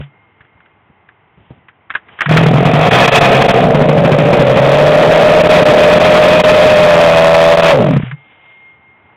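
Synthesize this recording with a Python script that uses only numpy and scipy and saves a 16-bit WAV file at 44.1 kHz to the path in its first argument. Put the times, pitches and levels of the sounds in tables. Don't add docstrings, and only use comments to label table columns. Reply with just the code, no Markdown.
import sys
import numpy as np
from scipy import signal
from scipy.fft import rfft, irfft, next_fast_len
from scipy.io import wavfile
from scipy.ndimage import uniform_filter1d, map_coordinates

SR = 44100
rng = np.random.default_rng(int(sys.argv[2]) if len(sys.argv) > 2 else 0)


def waveform_to_disk(signal):
    frames = np.transpose(np.atleast_2d(signal))
    scaled = np.clip(frames, -1, 1) * 32767
    samples = np.round(scaled).astype(np.int16)
    wavfile.write(sys.argv[1], SR, samples)


N = 403956


def amp(db):
    return 10 ** (np.asarray(db) / 20)


def unit(x):
    return x / np.sqrt(np.mean(x ** 2) + 1e-20)


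def curve(rows):
    s, values = np.transpose(rows)
    return np.interp(np.arange(N) / SR, s, values)


def filtered(x, response):
    m = next_fast_len(N + SR // 2)
    return irfft(rfft(x, m) * response(np.fft.rfftfreq(m, 1 / SR)), m)[:N]


def white():
    return rng.standard_normal(N)


def noise(points):
    f, db = np.transpose(points)
    return unit(filtered(white(), lambda hz: amp(np.interp(np.log(hz + 1), np.log(f), db))))


def resonate(x, modes):
    def response(f):
        return sum(amp(db) * 1j * f * w / (c * c - f * f + 1j * f * w) for c, w, db in modes)
    return filtered(x, response)


def levelled(x, seconds=.125):
    power = np.abs(uniform_filter1d(x * x, int(seconds * SR)))
    return x / np.sqrt(power + 1e-6 * np.mean(x * x))


def decay(x, seconds):
    return signal.lfilter([1], [1, -np.exp(-1 / (seconds * SR))], x)


def wobble(rate):
    points = rng.standard_normal(int(N * rate / SR) + 4)
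    return map_coordinates(points, [np.arange(N) * rate / SR])


def since(s):
    return np.maximum(np.arange(N) / SR - s, 0)


# t/s, level/dB
AIR_LEVEL = [(0, -52.5), (1.95, -53.5), (2.1, -46), (8.2, -51), (8.55, -53.5), (8.85, -51.5), (9.16, -49)]
# f/Hz, level/dB
AIR_COLOUR = [(15, -63), (25, -34), (97, 0), (242, -7), (259, -9.5), (349, -4.5), (374, -9.5), (439, -5.5),
              (528, -11.5), (835, -4), (1780, -13), (2090, -7.5), (2240, -13.5), (3160, -19.5),
              (6000, -71.5), (7800, -107), (13200, -120)]
# t/s, level/dB, hold/s, fade/(dB per s)
STEEL_RING = [(0, -57, 0, 12.5), (8.056, -46.5, 0.62, 29.5)]
RING_HZ, RING_RISE_S = 2126, 0.017


def background():
    tone = np.sqrt(2) * np.sin(2 * np.pi * RING_HZ * np.arange(N) / SR)
    ring = tone * amp(3.6 * wobble(10))
    swell = sum(np.minimum(since(s) / RING_RISE_S, 1) * amp(db - fade * since(s + hold))
                for s, db, hold, fade in STEEL_RING)
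    air = amp(curve(AIR_LEVEL) + 0.28 * wobble(37)) * noise(AIR_COLOUR)
    return air + swell * ring


# t/s of crest, level/dB, half length/s
RATTLES = [(0.003, -42, 0.051), (1.48, -59, 0.13), (2.133, -46, .05), (2.24, -29, 0.034),
           (8.042, -35.5, 0.065), (8.424, -50.5, 0.27)]
# f/Hz, level/dB
RATTLE_COLOUR = [(150, -18), (400, -6.5), (650, 0), (1400, -4.5), (2200, -1), (3200, -1.5), (3700, -13),
                 (4500, -52)]


def rattles():
    t = np.arange(N) / SR
    swell = sum(amp(db) * np.exp(-((t - s) / half) ** 2) for s, db, half in RATTLES)
    return swell * amp(2 * wobble(120)) * noise(RATTLE_COLOUR)


# t/s, level/dB, time to fall 60 dB/s
BUMPS = [(.005, -20, 0.055), (0.407, -42, .06), (.447, -46, .068), (.55, -45, .13), (.9, -44, .1),
         (1.374, -43, 0.4), (1.505, -25.5, 0.11), (1.56, -49, 0.55)]
# f/Hz, level/dB
THUD_COLOUR = [(30, -25), (70, 5), (150, 6), (300, -6.5), (700, -16), (2000, -35)]
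# t/s, level/dB
CLICKS = [(0.013, -30.5), (0.407, -35), (.446, -45), (.603, -42), (0.657, -42), (1.088, -37),
          (1.684, -31.5), (1.898, -31), (1.903, -14.5), (1.939, -26), (1.951, -8), (2.085, -33),
          (2.189, -20), (2.207, -7.5), (2.216, -8), (2.258, -8.5), (2.292, -10.5), (2.37, 0.5),
          (7.937, -26.5), (7.973, -23), (8.022, -23), (8.08, -31), (8.112, -21.5)]
# f/Hz, level/dB
METAL_TONES = [(800, -7), (1217, -5), (1335, 0), (1523, -4), (1647, -1), (1750, -3), (2105, -5), (2283, -9),
               (2789, -8), (3250, -6), (3500, -9)]
# f/Hz, level/dB
CRACK_COLOUR = [(100, -11.5), (700, -10), (1200, 2), (1700, 7.5), (2600, -3), (3400, -10), (4200, -19.5),
                (5000, -65)]
CLICK_RING_S, CLICK_RISE_S = 0.055, .0007


def metal_ring(t):
    tones = 0
    for hz, level in METAL_TONES:
        gain = amp(level + rng.normal(0, 1.5))
        tones = tones + gain * np.sin(2 * np.pi * hz * t + rng.uniform(0, 2 * np.pi))
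    return unit(tones)


def knocks():
    out, t = np.zeros(N + SR), np.arange(SR // 3) / SR
    crack, thud = noise(CRACK_COLOUR), noise(THUD_COLOUR)
    fade = amp(-60 * t / CLICK_RING_S) + amp(-27 - 60 * t / .17)
    click_shape = fade * (1 - np.exp(-t / CLICK_RISE_S))
    for s, db in CLICKS:
        at = int(s * SR)
        click = 0.18 * metal_ring(t) + 0.88 * crack[at:at + len(t)]
        out[at:at + len(t)] += amp(db) * click_shape * click
    for s, db, t60 in BUMPS:
        at = int(s * SR)
        shape = amp(-60 * t / t60) * (1 - np.exp(-t / 0.00059))
        out[at:at + len(t)] += amp(db) * shape * thud[at:at + len(t)]
    return filtered(out[:N], lambda hz: 1 / (1 + (hz / 3900) ** 24) - 1 / (1 + (hz / 50) ** 8))


# t/s of crest, level/dB, half length/s, f/Hz
PUFFS = [(0, -23.5, 0.062, 141), (2.275, -10, 0.0094, 153), (8.036, -7.5, 0.0032, 160),
         (8.074, -20.5, 0.035, 125), (8.137, -17.5, 0.016, 145), (8.19, -42, 0.035, 139)]


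def puffs():
    t = np.arange(N) / SR
    return sum(amp(db) * np.exp(-((t - s) / half) ** 2) * np.sin(2 * np.pi * hz * (t - s))
               for s, db, half, hz in PUFFS)


CATCH_S, CUT_S, STALL_S = 2.3, 7.72, 7.975
CATCH_RISE_S, CUT_FADE_S, STALL_FADE_S = 0.0077, 0.048, 0.02
COAST_S = .255
# t/s, speed/(revolutions per s)
DRIVEN_SPEED = [(2.25, 39), (2.52, 41), (2.65, 45), (3.0, 64), (3.2, 68), (3.5, 67), (3.7, 59),
                (3.95, 54.5), (4.2, 56), (4.7, 71.5), (5.0, 78.5), (5.38, 86), (5.9, 86.3), (6.15, 87.7),
                (6.79, 87.6), (6.88, 85.5), (7.2, 81.3), (7.5, 83), (7.72, 82)]


def speed():
    return curve(DRIVEN_SPEED) * np.exp(-since(CUT_S) / COAST_S)


def spark_off():
    return np.minimum(since(CUT_S) / CUT_FADE_S, 1)


def turning():
    before = np.maximum(CATCH_S - np.arange(N) / SR, 0)
    return np.exp(-before / CATCH_RISE_S - since(STALL_S) / STALL_FADE_S)


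# multiple of crank speed, level/dB
WHIR_ORDERS = [(2, -3.5), (4, 1), (7, -0.5)]
WHIR_DB, WHIR_GROWS_DB_PER_S = -21, 29


def coasting():
    revs = np.cumsum(speed()) / SR
    whir = sum(amp(db) * np.sin(2 * np.pi * order * revs) for order, db in WHIR_ORDERS)
    level_db = WHIR_DB + WHIR_GROWS_DB_PER_S * (since(CUT_S) - since(STALL_S)) + 2.5 * wobble(60)
    return filtered(spark_off() * turning() * amp(level_db) * whir,
                    lambda hz: 1 - 1 / (1 + (hz / 105) ** 8))


def firings(revs, rough, jitter_s, scatter_db):
    at = np.flatnonzero(np.diff(np.floor(revs)))
    chance = rng.standard_normal((len(at), 2)).clip(-2, 2) * rough[at, None]
    late = (chance[:, 0] * jitter_s * SR).astype(int)
    return np.bincount(np.clip(at + late, 0, N - 1), amp(scatter_db * chance[:, 1]), N)


# t/s, level/dB
HARD_BURNS = [(2.428, -20.5), (2.465, -10.5), (2.541, -18.5), (2.654, -5.5), (2.736, -10.5), (3.64, -21),
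              (3.746, -6.5), (3.813, -9), (3.888, -7.5), (3.977, -11), (4.048, -7.5), (4.118, -6.5),
              (4.186, -8.5), (4.256, -11.5), (4.329, -6.5), (4.394, -9.5), (4.511, -19), (4.56, -17),
              (5.686, -8)]


def bangs(seconds):
    s, db = np.transpose(HARD_BURNS)
    return decay(np.bincount((s * SR).astype(int), amp(db), N), seconds)


# f/Hz, width/Hz, level/dB
AIRBOX_MODES = [(148, 24, 0), (235, 50, -17)]
KICK = 1.5


def airbox_boom(blows, swirl):
    gulps = levelled(blows + KICK * bangs(seconds=0.00024))
    ringing = resonate(gulps + .45 * swirl, AIRBOX_MODES)
    return levelled(resonate(ringing, [(168.0, 126, 0)]), seconds=0.022)


# f/Hz, width/Hz, level/dB
CASE_MODES = [(1080, 80, -5), (1260, 70, -1), (1730, 70, -3), (1880, 70, -4), (2505, 80, 2),
              (3230, 140, -7)]
# f/Hz, level/dB
CLATTER_COLOUR = [(300, -7.5), (750, 3), (1250, 2), (1600, -2.5), (2100, -1), (2520, 0), (2850, -5.5),
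                  (3250, -5), (3700, -11), (4200, -27.5), (5000, -74.5)]


def metal_clatter(blows, flow, rough, clatter_db):
    shake = levelled(flow + 6.6) * amp(2.17 * wobble(90) + 0.77 * wobble(24))
    case = levelled(resonate(shake * white() * rough + 0.022 * levelled(blows), CASE_MODES))
    return levelled(shake * noise(CLATTER_COLOUR) + amp(1.5 + 0.58 * clatter_db) * case)


# f/Hz, level/dB
BARK_COLOUR = [(200, -20.5), (450, 8.5), (750, -7.5), (1200, -9.5), (2000, -12.5), (4000, -40.5)]
STROKE_DB, STROKE_S = -17, .004


def stroke_barks(blows, slow, off):
    bursts = levelled(decay(decay(blows, STROKE_S), .001))
    gain = amp(STROKE_DB) * np.clip(slow, 0, 1) ** 2 * (1 - 0.35 * off)
    return gain * bursts * noise(BARK_COLOUR)


def pipe(x, hz, width_hz):
    turn = np.exp(2j * np.pi * np.cumsum(hz) / SR)
    return (decay(x / turn, 1 / (np.pi * width_hz)) * turn).real


# t/s, f/Hz
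PIPE_PITCH = [(3.55, 695), (3.9, 590), (4.5, 575), (5.0, 606), (6.2, 616), (7.71, 618), (7.76, 530),
              (7.83, 615)]
SWEEP = 0.27
# f/Hz, width/Hz, level/dB
SILENCER_MODES = [(456, 22, 1), (548, 40, -4), (690, 70, -6), (745, 35, -6)]
# f/Hz, width/Hz, level/dB
MOUTH_MODES = [(784, 120, 6), (960, 190, -1), (1280, 130, -2.5), (1845, 60, 0.5), (2510, 110, -4)]
BUZZ_DB = -17.5
# f/Hz, level/dB
GUST_COLOUR = [(15, -22), (30, -22.5), (70, -22.5), (130, 5), (240, 4), (350, -1.5), (500, 2), (900, -14.5),
               (2000, -45.5)]
APART = 0.8


def exhaust_blast(blows, flow, swirl, revs, rough, slow):
    pulses = levelled(blows)
    sweep = 1 + SWEEP * rough * (2 * (revs % 1) - 1) / 2
    honk = levelled(pipe(pulses + 1.39 * swirl, curve(PIPE_PITCH) * sweep, width_hz=23), seconds=0.031)
    chambers = resonate(flow * white(), SILENCER_MODES)
    body = levelled(resonate(chambers, [(525, 175, 0)]))
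    mouth = levelled(resonate(pulses + 0.45 * swirl, MOUTH_MODES))
    buzz = amp(BUZZ_DB) * (1 - 0.76 * rough) * mouth
    gust = amp(-7) * np.sqrt(np.abs(rough)) * flow * noise(GUST_COLOUR)
    voice = levelled(honk + (0.05 + 1.08 * rough ** 2) * body, seconds=0.078)
    exhaust = voice * amp(0.94 * wobble(45)) + gust + buzz
    return exhaust * (np.abs(flow) + .05) ** (APART * np.clip(slow, 0, 1) ** 2)


# t/s, roughness (limited to 0-1)
ROUGHNESS = [(2.9, 0.77), (3.4, 1.04), (4.1, 0.78), (4.8, 0.59), (5.7, 0.57), (6.7, 0.48), (7.15, .14),
             (7.7, 0.15), (7.82, 0.64)]
# t/s, level/dB
CLATTER_LEVEL = [(2.3, -17), (2.38, -13.5), (2.5, -21), (2.75, -17), (2.95, -8.5), (3.15, -5.5),
                 (3.28, -11.5), (3.52, -12), (3.72, -25.5), (4.1, -23.5), (4.35, -19), (5.4, -14.5),
                 (5.56, -10.5), (5.72, -14), (6.15, -11), (7.55, -14.5), (7.7, -10)]
IDLE_HZ = 86
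EXHAUST_DB, EXHAUST_SLOW_DB = -4.5, -10.5
BOOM_DB, BOOM_SLOW_DB = -18.5, 11
CUT_EXHAUST_DB, CUT_BOOM_DB, CUT_CLATTER_DB = -1, -3, -17.5
SURGE = 4


def engine():
    rate, off = speed(), spark_off()
    slow = 2 * (1 - rate / IDLE_HZ)
    exhaust_db = EXHAUST_DB + EXHAUST_SLOW_DB * (IDLE_HZ / rate - 1) + CUT_EXHAUST_DB * off
    boom_db = BOOM_DB + BOOM_SLOW_DB * slow + CUT_BOOM_DB * off + 0.89 * wobble(9.7)
    clatter_db = curve(CLATTER_LEVEL) + CUT_CLATTER_DB * off

    rough = np.clip(curve(ROUGHNESS), 0, 1)
    revs = np.cumsum(rate * (1 + 0.02012 * rough * wobble(25))) / SR
    blows = firings(revs, rough, jitter_s=.0003, scatter_db=1.0)
    flow = levelled(decay(decay(blows, 0.0072), 0.0025))
    swirl = rough * flow * white()

    exhaust = amp(exhaust_db) * exhaust_blast(blows, flow, swirl, revs, rough, slow)
    strokes = stroke_barks(blows, slow, off)
    boom = amp(boom_db) * airbox_boom(blows, swirl)
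    clatter = amp(clatter_db) * metal_clatter(blows, flow, rough, clatter_db)
    burns = bangs(seconds=0.023) * (0.48 * noise(CLATTER_COLOUR) + 0.92 * noise(GUST_COLOUR))
    surge = levelled(1 + SURGE * bangs(seconds=0.016), seconds=.15)
    return turning() * (exhaust + strokes + surge * (boom + clatter)) + burns


def scene():
    return (background() + rattles() + knocks() + puffs() + coasting() + engine())[None]


# t/s, length/s, level/dB
CHOKES = [(2.903, 0.015, -17), (3.071, 0.013, -13.5), (3.107, 0.022, -18.5), (3.201, 0.014, -12),
          (3.435, 0.013, -9), (3.475, 0.013, -15), (3.527, 0.02, -9), (5.429, 0.015, -11),
          (5.483, 0.014, -13), (5.644, 0.018, -13.5), (5.993, 0.013, -11.5), (6.428, 0.018, -15.5),
          (7.565, .012, -14), (7.616, 0.013, -13)]
TOP_HZ = 15850


def record(dry):
    t = np.arange(N) / SR
    dips_db = sum(depth * np.exp(-np.minimum(np.abs(2 * (t - s) / length), 10) ** 4)
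                  for s, length, depth in CHOKES)
    narrow = filtered(dry[0] * amp(dips_db), lambda hz: 1 / (1 + (hz / 4100) ** 24))
    clipped = np.clip(narrow, -.71, .71)
    return filtered(clipped, lambda hz: hz < TOP_HZ)[None]


dry = scene()
out = record(dry)
waveform_to_disk(out)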